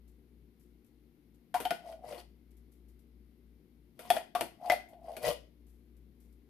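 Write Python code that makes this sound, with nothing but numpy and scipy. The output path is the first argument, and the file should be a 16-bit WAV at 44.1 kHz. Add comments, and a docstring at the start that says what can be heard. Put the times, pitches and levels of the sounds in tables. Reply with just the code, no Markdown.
"""A throbbing appliance hum is heard first, with faint smacks of puree; then a metal spoon digs in a tin can.
Knocks are decaying noise bursts and wall modes, with a short hollow note from the air in the can.
Drags are stick-slip: random clicks filtered into a rasp, while the hollow note sinks as the mouth narrows.
Smacks are resonant crackles of pops. Echoes and a short diffuse tail place these sources in a small kitchen;
the hum is two sines beating against each other, with overtones, over a low rumble and hiss."""
import sys
import numpy as np
from scipy import signal
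from scipy.fft import rfft, irfft, next_fast_len
from scipy.io import wavfile
from scipy.ndimage import uniform_filter1d

SR = 44100
rng = np.random.default_rng(int(sys.argv[2]) if len(sys.argv) > 2 else 0)


def store_pcm(level_fs):
    """Save levels as 16-bit WAV."""
    pcm = np.round(np.clip(level_fs, -1, 1) * 32767).astype(np.int16)
    wavfile.write(sys.argv[1], SR, np.atleast_2d(pcm).T)


N = 286209
TIME = np.arange(N) / SR  # s

# spoon strikes the can: [t/s, strength/dB, depth (0 rim to 1 bottom), hollow note f/Hz, push/s, chatter t60/s,
#   tick level/dB re strength before the fizz trim, wall ring f/Hz, ring level/dB re strength]
SPOON_KNOCKS = [ (1.542, -45, 0.97, 729, .024, 0.16, 1, 950, 6.5),
                (1.602, -48.5, 0.12, 634, 0.06, 0.18, 3.5, 420, -1.5),
                (1.652, -44.5, 0.85, 740, 0.022, .06, -4, 3050, -4),
                (1.707, -40.5, 0.6, 682, 0.014, 0.038, -5.5, 1467, -4.5),
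                (1.925, -65.5, 1, 640, .028, 0.04, -21.5, 1890, -22.5),
                (2.125, -58.5, 0.33, 616, .012, .06, -8, 490, 7.5),
                (2.18, -61, 0, 700, 0.018, 0.081, -4.5, 4380, -3.5),
                (3.992, -56.5, 0.14, 640, 0.014, 0.15, 3, 1450, -16.5),
                (4.1027, -36, 0.83, 711, .012, 0.035, 1, 3463, -3),
                (4.166, -46.5, 0.94, 657, 0.011, 0.073, -5.5, 1910, -4),
                (4.3508, -43.5, 0.78, 716, .012, 0.11, -2.5, 1137, 4),
                (4.409, -40.5, 0.22, 664, 0.015, 0.048, 0.5, 926, -4),
                (4.699, -36, .65, 676, 0.0077, 0.063, -12.5, 2010, 5.5),
                (4.719, -43, 1, 727, .014, .095, 0.5, 610, 9),
                (4.933, -74, 1, 668, 0.0062, 0.055, -11, 905, -21),
                (5.167, -52.5, 0.12, 636, 0.016, 0.048, 1.5, 1890, -17),
                (5.244, -53, 0.96, 593, 0.022, .07, -1, 1950, 6), ]
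# air modes of the can: [multiple of the hollow note, relative level/dB]
AIR_MODES = [(1, 5), (1.18, -7), (.85, -15.5)]
# a loaded spoon rises and narrows the mouth: [leaves the bottom t/s, reaches the mouth t/s, is clear of it t/s]
SPOON_LIFTS = [(1.764, 2.14, 2.18), (4.878, 5.304, 5.8)]


def amp(db):
    """Level to linear amplitude: 20 dB is a factor of ten."""
    return 10 ** (np.asarray(db) / 20)


def unit(x):
    """Normalization to an rms of 1."""
    return x / np.sqrt(np.mean(x ** 2) + 1e-20)


def blow(x):
    """Energy normalization: a short sound gets the energy of 30 ms at rms 1."""
    return unit(x) * np.sqrt(.03 * SR / x.shape[-1])


def read(points, hz):
    """Linear interpolation of a spectrum on a logarithmic frequency axis."""
    f, value = np.transpose(points)
    return np.interp(np.log(hz + 1), np.log(f + 1), value)


def add(mix, s, sound):
    """Superposition: adds a sound to the mix, in place, from time s."""
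    part = mix[:, max(round(s * SR), 0):][:, :sound.shape[-1]]
    part += sound[..., :part.shape[1]]


def colour(x, points, size=4096):
    """Minimum-phase filtering: the Hilbert transform of the log gain supplies the causal phase."""
    log_gain = np.log(amp(read(points, abs(np.fft.fftfreq(size, 1 / SR)))))
    response = np.exp(np.conj(signal.hilbert(log_gain)))
    taps = np.fft.ifft(response).real[:size // 2]
    return signal.oaconvolve(x, taps[None], axes=1)[:, :x.shape[1]]


def pair(count, alike):
    """Two channels of white noise with a given correlation."""
    a, b = rng.standard_normal((2, count))
    c = np.clip(alike, -1, 1)
    return np.array([a, c * a + np.sqrt(1 - c * c) * b])


def resonate(x, hz, width):
    """Resonance by heterodyning: shift hz to zero, smooth with a one-pole low-pass, shift back."""
    turn = np.exp(2j * np.pi * np.cumsum(hz * np.ones(x.shape[-1])) / SR)
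    r = np.exp(-np.pi * width / SR)
    return 2 * (turn * signal.lfilter([1 - r], [1, -r], x / turn)).real


def fade(t, t60):
    """Exponential decay of amplitude by 60 dB in t60 seconds, at least 2 ms."""
    return np.exp(-np.log(1000) * t / max(t60, .002))


def knocks(wall_db=-2, modes_db=-5, fizz_db=-2, ring_stretch=1.3, thud_t60=0.13, sizzle=.8, sizzle_t60=0.17,
           mode_width_hz=35, mode_spread=0.015, swell_s=0.0022, crack=0.6):
    """Impact excitation: each knock sets off a tick, wall chatter, a thud and the air resonance."""
    # thud into the hand: [multiple of the thud centre, relative level/dB]
    thud_shape = [(.15, -35.5), (.45, -9), (1, 0.5), (1.5, -1), (2.502, -10), (4.998, -37)]
    # wall chatter spectrum: [f/Hz, relative level/dB]
    chatter_colour = [(400, -12), (900, -14.5), (1400, 5.5), (2000, 0), (3200, -0.5), (4000, -5),
                      (5300, -6.5), (7000, -27), (10000, -15.5)]
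    # bright tick spectrum: [f/Hz, relative level/dB]
    tick_colour = [(3000, -35.5), (6000, -11.5), (7400, -12), (8700, -4.5), (11500, 0.5), (13500, -4),
                   (15000, -9.5)]
    thud_centre_hz = 335
    # a deep knock drives the air, one at the rim mostly jolts the hand: dB re strength (rim, bottom)
    hollow_db, thud_db = (-4.5, 15.5), (2.5, -11.5)

    out, t = np.zeros((2, N)), np.arange(SR // 5) / SR
    thud_colour = [(k * thud_centre_hz, db) for k, db in thud_shape]
    for s, db, depth, hz, push_s, chatter_t60, tick_db, ring_hz, ring_db in SPOON_KNOCKS:
        # the note swells, holds while the spoon pushes, then the puree chokes it
        push = (1 - np.exp(-t / swell_s)) * np.exp(-(t / push_s) ** 3)
        note = sum(amp(mode_db) * np.sin(2 * np.pi * hz * k * t) for k, mode_db in AIR_MODES)
        air = blow(note * push)

        contact = fade(t, chatter_t60) + crack * fade(t, .012)
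        chatter = blow(colour(pair(len(t), 0.35) * contact, chatter_colour))
        metal = amp(wall_db) * chatter + amp(modes_db) * blow(tin(t))
        judder = pair(len(t), 1.0) * (fade(t, ring_stretch * chatter_t60) + crack * fade(t, 0.0025))
        ring = resonate(judder, ring_hz, mode_width_hz + mode_spread * ring_hz)
        metal += amp(ring_db) * blow(ring)

        # a sharp tick, then wet puree sizzles briefly
        fizz = contact + sizzle * fade(t, sizzle_t60) + 0.6 * fade(t, 0.0036)
        tick = amp(tick_db + fizz_db) * blow(colour(pair(len(t), 0.039) * fizz, tick_colour))
        thud = blow(colour(pair(len(t), 0.91) * fade(t, thud_t60), thud_colour))
        driven = by_depth(hollow_db, depth) * air + by_depth(thud_db, depth) * thud
        add(out, s, amp(db) * (metal + tick + driven))
    return out


def tin(t, spread_db=3, waver=0.74):
    """Modal superposition: damped wall modes, weighted anew per contact point, unsteady in the grip."""
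    # tin wall modes: [f/Hz, mean relative level/dB, t60/s]
    wall_modes = [(980, -5.5, 0.039), (1180, -8, 0.11), (1450, -3, 0.16), (1875, -2, 0.093),
                  (2015, -16, 0.5), (2219, -3.5, 0.023), (2442, 0, .1), (2854, -3.5, .14),
                  (3050, -16, 0.083), (3210, 0.5, 0.08), (3600, -5.5, .1), (4450, -9.5, 0.18)]
    hz, db, t60 = np.transpose(wall_modes)[:, :, None]
    polarity = rng.choice([-1, 1], (len(hz), 1))
    weight = amp(db + spread_db * rng.standard_normal((2, len(hz), 1))) * polarity
    # the phase of each mode wanders as a random walk
    drift = waver * np.cumsum(rng.standard_normal((len(hz), len(t))), 1) / np.sqrt(0.0011 * SR)
    decay = np.exp(-np.log(1000) * t / t60)
    return (weight * np.sin(2 * np.pi * hz * t + drift) * decay).sum(1)


def by_depth(span_db, depth):
    """Position-dependent coupling: gain interpolated in dB from rim to bottom."""
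    rim, bottom = span_db
    return amp(rim + (bottom - rim) * depth)


def drags(hollow_db=-4, rasp_db=-3, ring_db=-16, width_hz=40, slips_per_s=1800, grit=0.55,
          catch_db=2.5, band_catch_db=3):
    """Stick-slip friction: random clicks and grit rasp and ring the wall; noise sounds the air modes."""
    # rasp spectrum: [f/Hz, relative level/dB]
    rasp_colour = [(60, -22), (150, -1.5), (450, 10), (1000, 1), (1500, -4.5), (2000, -3.5), (3000, -5),
                   (5000, -6), (7300, -14.5), (9000, -7), (12000, -6.5), (15000, -13)]
    # broad wall resonances under the rasp: [f/Hz, width/Hz, relative level/dB]
    rasp_peaks = [(920, 92, 3.5), (1950, 74, -0.5), (2950, 100, -5.5), (4770, 78, -2.5)]
    # rubbing near the rim shakes the can in the hand: [f/Hz, width/Hz, level/dB re the rasp at full narrowing]
    rim_modes = [(151, 120, -10.5), (475, 30, -3)]
    open_hz, narrowed_hz = 712.4, 596.4  # the hollow note with the mouth open and narrowed

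    out, (rasp, hollow) = np.zeros((2, N)), rubbing()
    touching = np.flatnonzero(rasp + hollow > amp(-95))
    rasp, hollow, narrow = rasp[touching], hollow[touching], narrowing()[touching]
    count = len(touching)
    slips = rng.random(count) < slips_per_s / SR
    drive = unit(slips * pair(count, 0.32)) + grit * pair(count, 0.48)

    hz = open_hz + (narrowed_hz - open_hz) * narrow
    air = 0
    for k, db in AIR_MODES:
        mode = resonate(rng.standard_normal(count), k * hz, width_hz)
        air = air + amp(db) * resonate(mode, k * hz, 4 * width_hz)
    air /= np.sqrt(uniform_filter1d(air ** 2, size=700) + 1e-15)  # steady pressure evens out the note

    size = next_fast_len(count, True)
    scratch = colour(drive, rasp_colour)
    scratch += sum(amp(db) * resonate(drive, f, width) for f, width, db in rasp_peaks)
    spectrum = rfft(scratch, size)
    # each frequency band flutters on its own
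    band = np.digitize(np.fft.rfftfreq(size, 1 / SR), [1400, 2400, 3800, 7000, 10500])
    scratch = sum(irfft(spectrum * (band == k), size)[:, :count] * flutter(count, band_catch_db)
                  for k in np.unique(band))

    ring = signal.oaconvolve(drive, tin(np.arange(SR // 4) / SR), axes=1)[:, :count]
    rim = sum(amp(db) * unit(resonate(resonate(drive.sum(0), f, width), f, 3 * width))
              for f, width, db in rim_modes)
    metal = amp(rasp_db) * (unit(scratch) + narrow ** 2 * rim) + amp(ring_db) * unit(ring)
    out[:, touching] = amp(hollow_db) * hollow * air * flutter(count, catch_db) + rasp * metal
    return out


def rubbing():
    """Incoherent power addition: strokes, lifts and skids sum into gains of rasp and hollow note."""
    # strokes swell and ease off: [crest t/s, rise/s, fall/s, rasp level/dB, hollow note level/dB],
    # both levels before the overall trims of the drags
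    strokes = [ (1.891, 0.074, 0.087, -57.5, -42.5), (2.045, .03, .04, -78, -46.5),
               (2.112, .08, 0.11, -51, -44), (2.195, .02, 0.037, -50.5, -57),
               (4.041, 0.065, 0.2, -55, -58.5), (4.162, 0.034, 0.056, -42.5, -39),
               (4.395, .04, .03, -51.5, -42), (4.685, 0.079, .08, -52, -34), (5.11, 0.1, 0.15, -59.5, -43),
               (5.282, 0.066, 0.06, -31.5, -28), ]
    edge_db, curve = -21, 2.04  # level one rise or fall away from the crest; roundness of the crest
    lift_hollow_db = -57.5  # the rising spoon keeps the note softly alive; before the same trims
    # after a knock the spoon skids on: dB re the strength, before the same trims, and decay time
    skid_rasp_db, skid_hollow_db, skid_t60_s = -8.5, -2, .28

    rasp, hollow = np.zeros((2, N))
    for crest, rise, fall, rasp_db, hollow_db in strokes:
        away = np.maximum((crest - TIME) / rise, (TIME - crest) / fall)
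        force = amp(edge_db * np.minimum(away, 10) ** curve)
        rasp += (amp(rasp_db) * force) ** 2
        hollow += (amp(hollow_db) * force) ** 2
    for leaves, arrives, _ in SPOON_LIFTS:
        lifting = np.interp(TIME, [leaves, leaves + 0.024, arrives, arrives + 0.024], [0, 1, 1, 0])
        hollow += amp(lift_hollow_db) ** 2 * lifting
    skid_power = np.zeros((1, N))
    decay = fade(np.arange(SR // 3) / SR, skid_t60_s)
    for s, db, *_ in SPOON_KNOCKS:
        add(skid_power, s, (amp(db) * decay) ** 2)
    rasp += amp(skid_rasp_db) ** 2 * skid_power[0]
    hollow += amp(skid_hollow_db) ** 2 * skid_power[0]
    return np.sqrt(rasp), np.sqrt(hollow)


def narrowing():
    """Resonator aperture: how far the loaded spoon closes the can's mouth, 0 to 1."""
    sink_curve = 1.05
    return sum(np.interp(TIME, times, [0, 1, 0]) for times in SPOON_LIFTS) ** sink_curve


def flutter(count, depth_db):
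    """Random amplitude modulation: the contact catches and lets go over several milliseconds."""
    smooth = uniform_filter1d(uniform_filter1d(rng.standard_normal(count), size=260), size=130)
    return amp(depth_db * unit(smooth))


def smacks(level_db=-13, pops_per_s=900, width_hz=4000, count=9):
    """Adhesive release: puree lets go of metal in a resonant crackle of pops; faint ones come at random."""
    # sticky smacks: [t/s, level/dB before the overall trim, t60/s]
    sticky = [(.078, -61.5, 0.26), (0.596, -59.5, 0.39), (2.508, -63.5, 0.13), (2.568, -61, 0.13),
              (2.718, -59.5, 0.26), (2.884, -62, .18), (2.992, -64.5, .13), (4.887, -56, 0.17),
              (5.666, -58.5, 0.49), (6.201, -59, 0.38)]
    smack_hz = 12080
    faint_db, faint_t60_s = -66, 0.09  # the level is before the overall trim

    out, t = np.zeros((2, N)), np.arange(SR // 4) / SR
    faint = [(s, faint_db, faint_t60_s) for s in rng.random(count) * N / SR]
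    for s, db, t60 in sticky + faint:
        crackle = 0.14 + (rng.random(len(t)) < pops_per_s / SR)
        pops = pair(len(t), 0.043) * crackle * fade(t, t60)
        add(out, s, amp(db + level_db) * blow(resonate(pops, smack_hz, width_hz)))
    return out


def kitchen(x, wet_db=-8, low_wet_db=-4):
    """Room impulse response: direct sound, near reflections and a diffuse tail weaker in the bass."""
    # reflections from the worktop and nearby things: [delay t/s, left gain, right gain]
    echoes = [(.0056, 0.081, 0.17), (.0083, 0.26, 0.09), (.0125, 0.075, 0.12)]
    # reverberation time: [f/Hz, t60/s]
    room_t60 = [(150, 0.6), (700, .27), (2000, 0.32), (5000, 0.32), (12000, 0.22)]

    hz, t, z = signal.stft(rng.standard_normal((2, SR // 2)), SR, nperseg=256)
    z *= np.exp(-np.log(1000) * t / read(room_t60, hz)[:, None])
    z *= amp(read([(800, low_wet_db), (2000, 0.0025)], hz))[:, None]
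    tail = signal.istft(z, SR, nperseg=256)[1]
    tail *= np.clip(np.arange(tail.shape[1]) / SR / 0.0034, 0, 1) ** 2  # onset over 3.4 ms
    tail *= amp(wet_db) / np.linalg.norm(tail[0])
    tail[:, 0] += 1  # direct sound
    for delay, left, right in echoes:
        add(tail, delay, np.array([[left], [right]]) * signal.windows.hann(9) / 4)
    return signal.oaconvolve(x, tail, axes=1)[:, :N]


def background():
    """Beating: two motors of nearly equal pitch throb together over a low rumble and microphone hiss."""
    # overtones of the stronger motor: [multiple of the hum, rms level/dB]
    overtones = [(4, -73.5), (5, -76), (6, -79)]
    # rumble spectrum: [f/Hz, relative level/dB]
    rumble_colour = [(20, -10.5), (45, -10.5), (85, -6), (125, -2), (190, -0.5), (300, -3), (390, -4.5),
                     (480, -11.5), (600, -23), (1000, -43.5), (3000, -60)]
    # hiss spectrum: [f/Hz, relative level/dB]
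    hiss_colour = [(400, -25), (700, 2.5), (1050, -3.5), (1780, -5.5), (2110, -0.5), (2450, -6), (4300, -8),
                   (8000, -20), (10500, -8.5), (13900, -5), (15000, -20.5)]
    rumble_db, hiss_db = -68, -80  # rms
    # the stronger motor swells and sinks slowly: rms level at mid-swell, depth as a share of amplitude
    hum_hz, hum_db, swell_depth, swell_period_s, swell_crest_s = 59.2, -64.5, 0.63, 3.1, 2.8
    # the second motor turns a little slower: beat rate, time of one beat crest, rms level
    beat_hz, beat_crest_s, second_motor_db = 3.215, .09, -70.5

    turn = 2 * np.pi * hum_hz * TIME
    swell = 1 + swell_depth * np.cos(2 * np.pi * (TIME - swell_crest_s) / swell_period_s)
    hum = amp(hum_db) * swell * np.sin(turn)
    hum += amp(second_motor_db) * np.sin(turn - 2 * np.pi * beat_hz * (TIME - beat_crest_s))
    buzz = sum(amp(db) * np.sin(round(k) * turn + 2 * np.pi * rng.random()) for k, db in overtones)
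    rumble = amp(rumble_db) * unit(colour(pair(N, .95), rumble_colour))
    hiss = amp(hiss_db) * unit(colour(pair(N, 0.067), hiss_colour))
    return np.sqrt(2) * (hum + buzz) + rumble + hiss  # sqrt(2): rms to peak of a sine


def scene():
    """Linear superposition: spoon, can and puree excite the room; the background is added directly."""
    return kitchen(knocks() + drags() + smacks()) + background()


def record(dry):
    """Channel level difference and band limit: the left microphone is louder, the top treble is cut."""
    # channel balance: [f/Hz, left minus right level/dB]
    balance = [(60, 6.5), (200, 10.5), (700, 4.5), (1400, 5.5), (2500, 7.5), (5000, 7), (9000, 7.5),
               (14000, 0.5)]
    edge_hz = 14750
    half_db = read(balance, np.fft.rfftfreq(N, 1 / SR)) / 2
    heard = irfft(rfft(dry) * amp([half_db, -half_db]), N)
    low_pass = signal.firwin(301, edge_hz, window=("kaiser", 8), fs=SR)
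    return signal.oaconvolve(heard, low_pass[None], "same")


dry = scene()
out = record(dry)
store_pcm(out)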